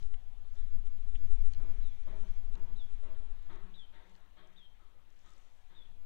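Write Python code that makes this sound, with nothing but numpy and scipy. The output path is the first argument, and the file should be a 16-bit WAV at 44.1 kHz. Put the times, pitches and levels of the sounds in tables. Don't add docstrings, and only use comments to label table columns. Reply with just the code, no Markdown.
import sys
import numpy as np
from scipy import signal
from scipy.fft import next_fast_len
from scipy.io import wavfile
from scipy.ndimage import uniform_filter1d

SR = 44100
rng = np.random.default_rng(int(sys.argv[2]) if len(sys.argv) > 2 else 0)


def transcribe(signal):
    frames = np.atleast_2d(signal).T
    limited = np.clip(frames, -1, 1)
    pcm = np.round(limited * 32767).astype(np.int16)
    wavfile.write(sys.argv[1], SR, pcm)


def boost(x):
    u = np.asarray(x, float) / 20
    return 10 ** u


N = 267113

# (time [s], weight on the deck [dB], hollow boom above it [dB], plank ring above it [dB])
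STEPS = [(.556, -87, -9, 2), (1.585, -65, 0.5, 2), (2.064, -62.5, 0.5, 5.5), (2.54, -66, 3, 0.5),
         (3.024, -67.5, 0.5, 9), (3.488, -64, 1, -2.5), (3.925, -75, 6.5, 4), (4.364, -73.5, 3, 5),
         (4.79, -84.5, 1.5, 1), (5.234, -80, -14, -7), (5.689, -78.5, -0.5, -6)]
# (strike [dB], hardness [dB per band], loose board clack [dB])
SOLES = [(-78.5, 4, -6), (-62, -4.5, -0.5), (-58.5, -3.5, -5.5), (-59.5, -7, -3), (-63.5, -2, 1.5),
         (-59.5, -1, 2.5), (-62.5, -.5, -10), (-68.5, 2, 1.5), (-78, -0.5, 10.5), (-80.5, 4, 11.5),
         (-67.5, -1, -14)]
# (pitch [Hz], level [dB], arrives after [s], builds in [s], t60 [s])
JOIST_MODES = [(124.6, -1.5, 0.0043, 0.0042, 0.53), (181.4, 4.5, 0.013, 0.013, 0.3),
               (207.3, -8, 0.0057, 0.021, 0.94)]
BOOM_MODES = [(184, 1.86, 0.1, 0.068, 0.73)]
BOARD_MODES = [(323, 2, 0.0067, .015, 0.37), (340, -5, 0, 0.04, 0.46), (349.6, -4, 0.022, .04, 1),
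               (390.3, 0, 0, 0.042, 1)]
PLANK_MODES = [(475, -14.5, 0, 0.022, 0.98), (595.4, -10, 0, 0.011, 0.51), (620, -10, 0, 0.0073, 0.84),
               (632, -4.5, 0.054, 0.012, .45)]
# (pitch [Hz], width [Hz], level [dB])
KNOCK_RING = [(736, 36, -5), (917.5, 37, 0), (528, 97, -5.5), (900, 750, 6)]
CLACK_RING = [(1114, 46, -1.5), (1190, 11, -15), (1261, 100, 1.5), (1240, 790, 0.5)]
CLAP_RING = [(1575, 25, -6), (1714, 72, -6), (1890, 44, -10.5), (1880, 810, 6.5)]
SLAP_RING = [(3295, 290, 0.5), (3600, 420, 4.5), (3900, 220, -8)]

# (time [s], level [dB], top [Hz], end [Hz], sag [1 straight, more = early])
WHISTLES = [
    (1.812, -73.5, 4060, 3340, 1.4),
    (2.759, -67.5, 4100, 3330, 3.2),
    (3.739, -63.5, 3915, 3106, 1.63),
    (4.56, -65, 3880, 3200, 3.8),
    (5.745, -67, 3803, 3394, 2.6),
]
# (time [s], level [dB], top [Hz], end [Hz], sag [1 straight, more = early])
COOS = [
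    (.15, -74.5, 742, 753, 1),
    (1.37, -81.5, 760, 698, 0.69),
    (5.59, -78, 750, 742, 1),
]
# (time [s], level [dB], start [Hz], end [Hz], length [s])
CHIPS = [
    (1.15, -56.5, 4100, 1490, 0.0078),
    (1.152, -60, 3900, 2500, 0.015),
    (1.164, -66, 3660, 2940, 0.0066),
    (5.847, -69, 3400, 3020, 0.016),
]

# (time [s], peak [dB], ring [Hz], overtone [dB], thud [dB])
TICKS = [(0.142, -47.5, 2950, -84, -50.5), (0.8714, -56, 3180, -64, -63), (1.3584, -59.5, 3680, -59.5, -91),
         (1.5357, -49.5, 4380, -49, -98), (1.548, -56, 4100, -78, -85), (2.5243, -62, 3520, -77, -83),
         (2.5418, -55.5, 3700, -62, -82), (2.5543, -52.5, 3900, -56, -55), (2.7128, -76, 4300, -79, -85),
         (4.1527, -57.5, 4270, -66, -83), (4.242, -70, 2920, -85, -90), (4.255, -75, 2600, -90, -85)]
# (time [s], peak [dB], ring [Hz])
CRACKLES = [(0.028, -45, 4160), (0.028, -60, 6200), (0.555, -56.5, 5570), (0.855, -57, 6160),
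            (1.521, -53, 5860), (2.5794, -62, 5590), (3.4261, -57.5, 5600), (3.5304, -61, 6370),
            (3.5576, -59, 5850), (4.0953, -55.5, 6790), (4.1627, -54, 6060), (4.473, -58, 6200),
            (5.104, -61, 6320), (5.1262, -65, 6450), (5.1644, -69, 5910), (5.1911, -59.5, 5900),
            (5.262, -58, 6200), (5.2944, -61, 7010), (5.3048, -54.5, 6240), (5.3194, -57, 6300),
            (5.3358, -55, 6650), (5.365, -58, 6250), (5.3806, -53, 6200), (5.5004, -63.5, 6040)]

# (time [s], pressure [dB])
WIND = [(.04, -27.5), (.25, -41), (.45, -41.5), (.7, -27.5), (.96, -33.5), (1.15, -31), (1.38, -22.5),
        (1.6, -30.5), (1.84, -29), (1.97, -38), (2.1, -33), (2.6, -33), (3.0, -35.5), (3.3, -35.5),
        (3.7, -44), (4.15, -55), (5.6, -54.5), (6.06, -44)]
# (time [s], half width [s], roar [dB], buffet [dB])
EDDIES = [(.03, 0.035, -56.5, -75.5), (.11, 0.043, -60.5, -96), (.22, 0.033, -63, -84),
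          (.4, 0.11, -59, -100), (.68, 0.046, -55, -91), (.8, 0.042, -61, -77.5), (1.04, 0.036, -55.5, -99),
          (1.15, 0.03, -47, -76.5), (1.22, 0.05, -54, -71), (1.29, .03, -51, -78), (1.4, 0.053, -53.5, -91),
          (1.58, 0.068, -47, -77.5), (1.7, 0.056, -57, -80), (1.84, 0.098, -58, -80.5),
          (2.23, 0.087, -63, -77), (2.54, 0.11, -63.5, -80), (2.96, 0.062, -70, -78),
          (3.3, 0.15, -64.5, -95), (3.59, 0.12, -72, -83), (4.3, 0.064, -70, -90.5), (5.87, .06, -75, -91)]
# (pitch [Hz], density [dB per Hz])
LUMP_COLOUR = [(1, -4), (3, 0.5), (8, 5), (14, -3.5), (22, -17.5), (32, -16), (45, -43), (70, -57)]
ROAR_COLOUR = [(22, -43), (36, -1.5), (60, -12), (90, -19.5), (130, -28.5), (200, -42.5)]
BUFFET_COLOUR = [(80, -39), (130, -3), (200, -6.5), (270, -8), (340, -24), (500, -43.5)]

# (time [s], half width [s], level [dB])
WAVES = [
    (1.7, 0.28, -73.5),
    (2.3, 0.24, -75),
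    (3.2, 0.53, -75),
    (4.1, 0.16, -75.5),
    (5.35, 0.11, -79),
    (5.8, 0.093, -81),
]
# (time [s], half width [s], level [dB])
STIRS = [
    (0, 0.053, -76),
    (.58, .07, -84.5),
    (1.19, 0.057, -84),
    (1.47, 0.093, -87),
    (2.26, .09, -84.5),
    (2.95, 0.17, -87.5),
    (4.12, .08, -88),
    (5.32, 0.12, -81.5),
    (5.55, .12, -86.5),
]
# (time [s], half width [s], level [dB])
INSECT_SWELLS = [
    (1.75, 0.51, -78),
    (2.25, 0.14, -80),
    (2.95, 0.14, -88),
]
# (pitch [Hz], density [dB per Hz])
WASH_COLOUR = [(150, -0.5), (300, 1), (700, 3.5), (1300, -0.5), (3600, -4.5), (4200, -9), (4800, -18),
               (7000, -64)]
RUSTLE_COLOUR = [(3000, 2), (4600, -5.5), (6200, -0.5), (7500, -4.5), (9000, -11), (12000, -23)]
# (pitch [Hz], width [Hz], level [dB])
INSECT_RING = [(2340, 550, 2), (3140, 320, -4.5), (5900, 1100, -7), (7700, 12000, -8)]

CALM_DB = -55
ROAR_DB, ROAR_SHARE = -70.5, 0.16
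BUFFET_DB, BUFFET_SHARE = -93, 0.33
WASH_DB, WASH_SHARE = -77.5, 0.098
RUSTLE_DB, RUSTLE_SHARE = -92.5, 0.22
NOTE_S, SCOOP_HZ, SCOOP_S = 0.118, 750, 0.011
ATTACK_DB, ATTACK_S, RELEASE_DB = -8, 0.013, -9.5
BLUR_DB, BLUR_S = 2.5, 0.005
SELF_NOISE_DB, EDGE_HZ = -88, 15720
LIVE = np.array([[2], [0]])


def evened(x):
    return x / np.sqrt(np.mean(x ** 2) + 1e-20)


def add(mix, s, sound):
    part = mix[round(s * SR):][:len(sound)]
    part += sound[:len(part)]


def along(rows):
    return np.interp(np.arange(N) / SR, *np.transpose(rows))


def humps(rows, floor_db, column=2):
    t = np.arange(0, N + 64, 64) / SR
    power = sum(boost(row[column]) ** 2 * np.exp(-((t - row[0]) / row[1]) ** 2) for row in rows)
    return np.sqrt(boost(floor_db) ** 2 + np.interp(np.arange(N) / SR, t, power))


def swell(t, builds, t60):
    t = np.maximum(t, 0)
    return (1 - np.exp(-(t / builds) ** 2)) * boost(-60 * np.maximum(t - builds, 0) / t60)


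def noise(colour, patchy_db, size=1024):
    hz = np.fft.rfftfreq(size, 1 / SR)
    real, imag, patches = rng.standard_normal((4 * N // size + 5, len(hz), 3)).T
    patches = uniform_filter1d(patches, size=10, axis=0)
    patches = evened(uniform_filter1d(patches, size=10, axis=1))
    f, db = np.transpose(colour)
    colour_db = np.interp(np.log(hz + 1), np.log(f + 1), db, left=-90, right=-90)
    spectra = (real + 1j * imag) * boost(colour_db[:, None] + patchy_db * patches)
    return evened(signal.istft(spectra, nperseg=size, noverlap=size - size // 4)[1][:N])


def ringing(peaks, length, spread_db=0):
    x = rng.standard_normal(length + 2000)
    out = 0
    for (hz, width, db), luck in zip(peaks, rng.standard_normal(len(peaks))):
        pole = np.exp((2j * np.pi * hz - np.pi * width) / SR)
        y = signal.lfilter([1], np.poly([pole, pole]), x).real[2000:]
        out = out + boost(db + spread_db * luck) * evened(y)
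    return evened(out)


def footfall(weight_db, boom_db, plank_db, strike_db, hardness_db, clack_db):
    deck = deck_ring(weight_db - 0.5, weight_db + boom_db, weight_db - 0.5, weight_db + plank_db)
    knock_db = strike_db
    clack_db = strike_db + clack_db + hardness_db
    clap_db = strike_db + 0.5 + 2 * hardness_db
    slap_db = strike_db - 1 + 3 * hardness_db
    return deck + sole_strike(knock_db, clack_db, clap_db, slap_db)


def deck_ring(*levels_db):
    t = np.arange(SR // 2) / SR
    out = np.zeros(len(t))
    for level_db, modes in zip(levels_db, (JOIST_MODES, BOOM_MODES, BOARD_MODES, PLANK_MODES)):
        for hz, db, after, builds, t60 in modes:
            drift = uniform_filter1d(rng.standard_normal(len(t)), size=500)
            waver = 1 + 0.3 * evened(uniform_filter1d(drift, size=500))
            tone = np.sin(2 * np.pi * (hz * t + rng.random()))
            out += boost(level_db + db + 0.5) * swell(t - after, builds, t60) * waver * tone
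    return out * settle(t)


def sole_strike(*levels_db):
    t = np.arange(SR // 2) / SR
    out = np.zeros(len(t))
    rings = (KNOCK_RING, CLACK_RING, CLAP_RING, SLAP_RING)
    for db, peaks, t60 in zip(levels_db, rings, (1.0, 0.79, 0.83, 0.55)):
        out += boost(db - 7.0) * swell(t, 0.018, t60) * ringing(peaks, len(t), spread_db=3)
    return out * settle(t)


def settle(t):
    fade_out = signal.windows.tukey(2 * len(t), 0.3)[len(t):]
    return boost(-60 * np.maximum(t - 0.23, 0)) * fade_out


def birds():
    dry = np.zeros(N)
    for rows, scoop_hz in ((WHISTLES, SCOOP_HZ), (COOS, 15)):
        for s, *row in rows:
            add(dry, s, whistle(*row, scoop_hz))
    t = np.arange(SR // 2) / SR
    sparse = rng.standard_normal(len(t)) * (rng.random(len(t)) < 0.05)
    tail = sparse * swell(t - 0.006, 0.0033, 0.64)
    wet = dry + boost(-12.5) * signal.fftconvolve(dry, tail / np.linalg.norm(tail))[:N]
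    for after, db in ((0.014, -9), (0.072, -20)):
        add(wet, after, boost(db) * dry[:N - SR // 5])
    for s, *row in CHIPS:
        add(wet, s, chip(*row))
    return wet


def whistle(level_db, top_hz, end_hz, sag, scoop_hz):
    t = np.arange(0, NOTE_S, 1 / SR)
    left = np.minimum((NOTE_S - t) / (NOTE_S - SCOOP_S), 1)
    scoop = scoop_hz * np.maximum(1 - t / SCOOP_S, 0) ** 1.51
    hz = end_hz + (top_hz - end_hz) * left ** sag - scoop
    luck = rng.standard_normal((2, SR // 5))
    flutter = 1 + 0.3 * evened(uniform_filter1d(luck[0], size=120))[:len(t)]
    blur_filter = np.poly([np.exp(-1 / (BLUR_S * SR))] * 2)
    blur = evened(signal.lfilter([1], blur_filter, luck[1]))[::-1][:len(t)]
    swell_db = ATTACK_DB * np.exp(-abs(t - SCOOP_S) / ATTACK_S) + RELEASE_DB * (t / NOTE_S) ** 3
    wobbling_hz = hz * (1 + 0.022 * (flutter[::-1] - 1))
    tone = np.sqrt(2) * np.sin(2 * np.pi * np.cumsum(wobbling_hz) / SR)
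    loudness = boost(level_db + swell_db + BLUR_DB * blur)
    return loudness * flutter * tone * signal.windows.tukey(len(t), 0.04)


def chip(db, start_hz, end_hz, length):
    u = np.linspace(0, 1, round(length * SR))
    hz = end_hz + (start_hz - end_hz) * (1 - u) ** 1.38
    return boost(db) * np.sin(np.pi * u) * np.sin(2 * np.pi * np.cumsum(hz) / SR)


def handling():
    out = np.zeros(N)
    for s, db, hz, over_db, thud_db in TICKS:
        ring = ping(db, hz, 0.007) + ping(db - 3, 0.72 * hz, 0.009) + ping(db - 8, 0.44 * hz, 0.012)
        add(out, s, ring + ping(over_db, 6450, 0.0033) + ping(thud_db, 475, 0.018))
    t = np.arange(SR // 30) / SR
    for s, db, hz in CRACKLES:
        add(out, s, boost(db - 13 - 60 * t / 0.011) * ringing([(hz, 2200, 0)], len(t)))
    return out


def ping(db, hz, t60):
    t = np.arange(SR // 30) / SR
    return boost(db - 60 * t / t60) * np.minimum(hz * t / 0.8, 1) * np.sin(2 * np.pi * hz * t)


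def wind():
    wind_db = along(WIND)
    roar = humps(EDDIES, ROAR_DB + ROAR_SHARE * (wind_db - CALM_DB))
    buffet = humps(EDDIES, BUFFET_DB + BUFFET_SHARE * (wind_db - CALM_DB), column=3)

    lumps = noise(LUMP_COLOUR, patchy_db=1, size=16384)
    envelope = abs(signal.hilbert(lumps, next_fast_len(N))[:N])
    lumps = evened(lumps / uniform_filter1d(envelope, size=4000))
    lowpass = signal.butter(2, 30, fs=SR, output="sos")
    lumps = signal.sosfiltfilt(lowpass, boost(wind_db) * lumps)
    opening = np.minimum(np.arange(N) / SR / 0.03, 1)
    lumps = lumps * np.sin(np.pi / 2 * opening) ** 2

    rush = noise(ROAR_COLOUR, patchy_db=0.5, size=8192)
    rush = evened(rush / uniform_filter1d(rush ** 2, size=4000) ** 0.073)
    flutter = noise(BUFFET_COLOUR, patchy_db=4.5, size=2048)
    return lumps + roar * rush + boost(6.0) * buffet * flutter


def puff(db, hz):
    return boost(db) * np.sin(np.pi * hz * np.arange(SR // 10) / SR) ** 2


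def air():
    breeze_db = uniform_filter1d(along(WIND), size=SR // 2) - CALM_DB
    wash = humps(WAVES, WASH_DB + WASH_SHARE * breeze_db) * noise(WASH_COLOUR, patchy_db=1.75)
    leaves = noise(RUSTLE_COLOUR, patchy_db=2.0, size=256)
    rustle = humps(STIRS, RUSTLE_DB + RUSTLE_SHARE * breeze_db) * leaves
    insects = humps(INSECT_SWELLS, -100) * ringing(INSECT_RING, N)
    return wash + rustle + insects


def scene():
    mix = wind() + air() + birds() + handling()
    add(mix, 6.0, puff(-44, 9.4))
    for (s, *deck), sole in zip(STEPS, SOLES):
        add(mix, s - 0.006, footfall(*deck, *sole))
    return LIVE * mix


def band_limit(x):
    return signal.sosfilt(signal.butter(12, 16710, fs=SR, output="sos"), x)


def record(dry):
    hissed = dry + boost(SELF_NOISE_DB) * rng.standard_normal(N) * LIVE
    edge = signal.firwin(511, EDGE_HZ, window=("kaiser", 9), fs=SR)
    mix = signal.oaconvolve(hissed, edge[None], "same")
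    return band_limit(mix)


dry = scene()
out = record(dry)
transcribe(out)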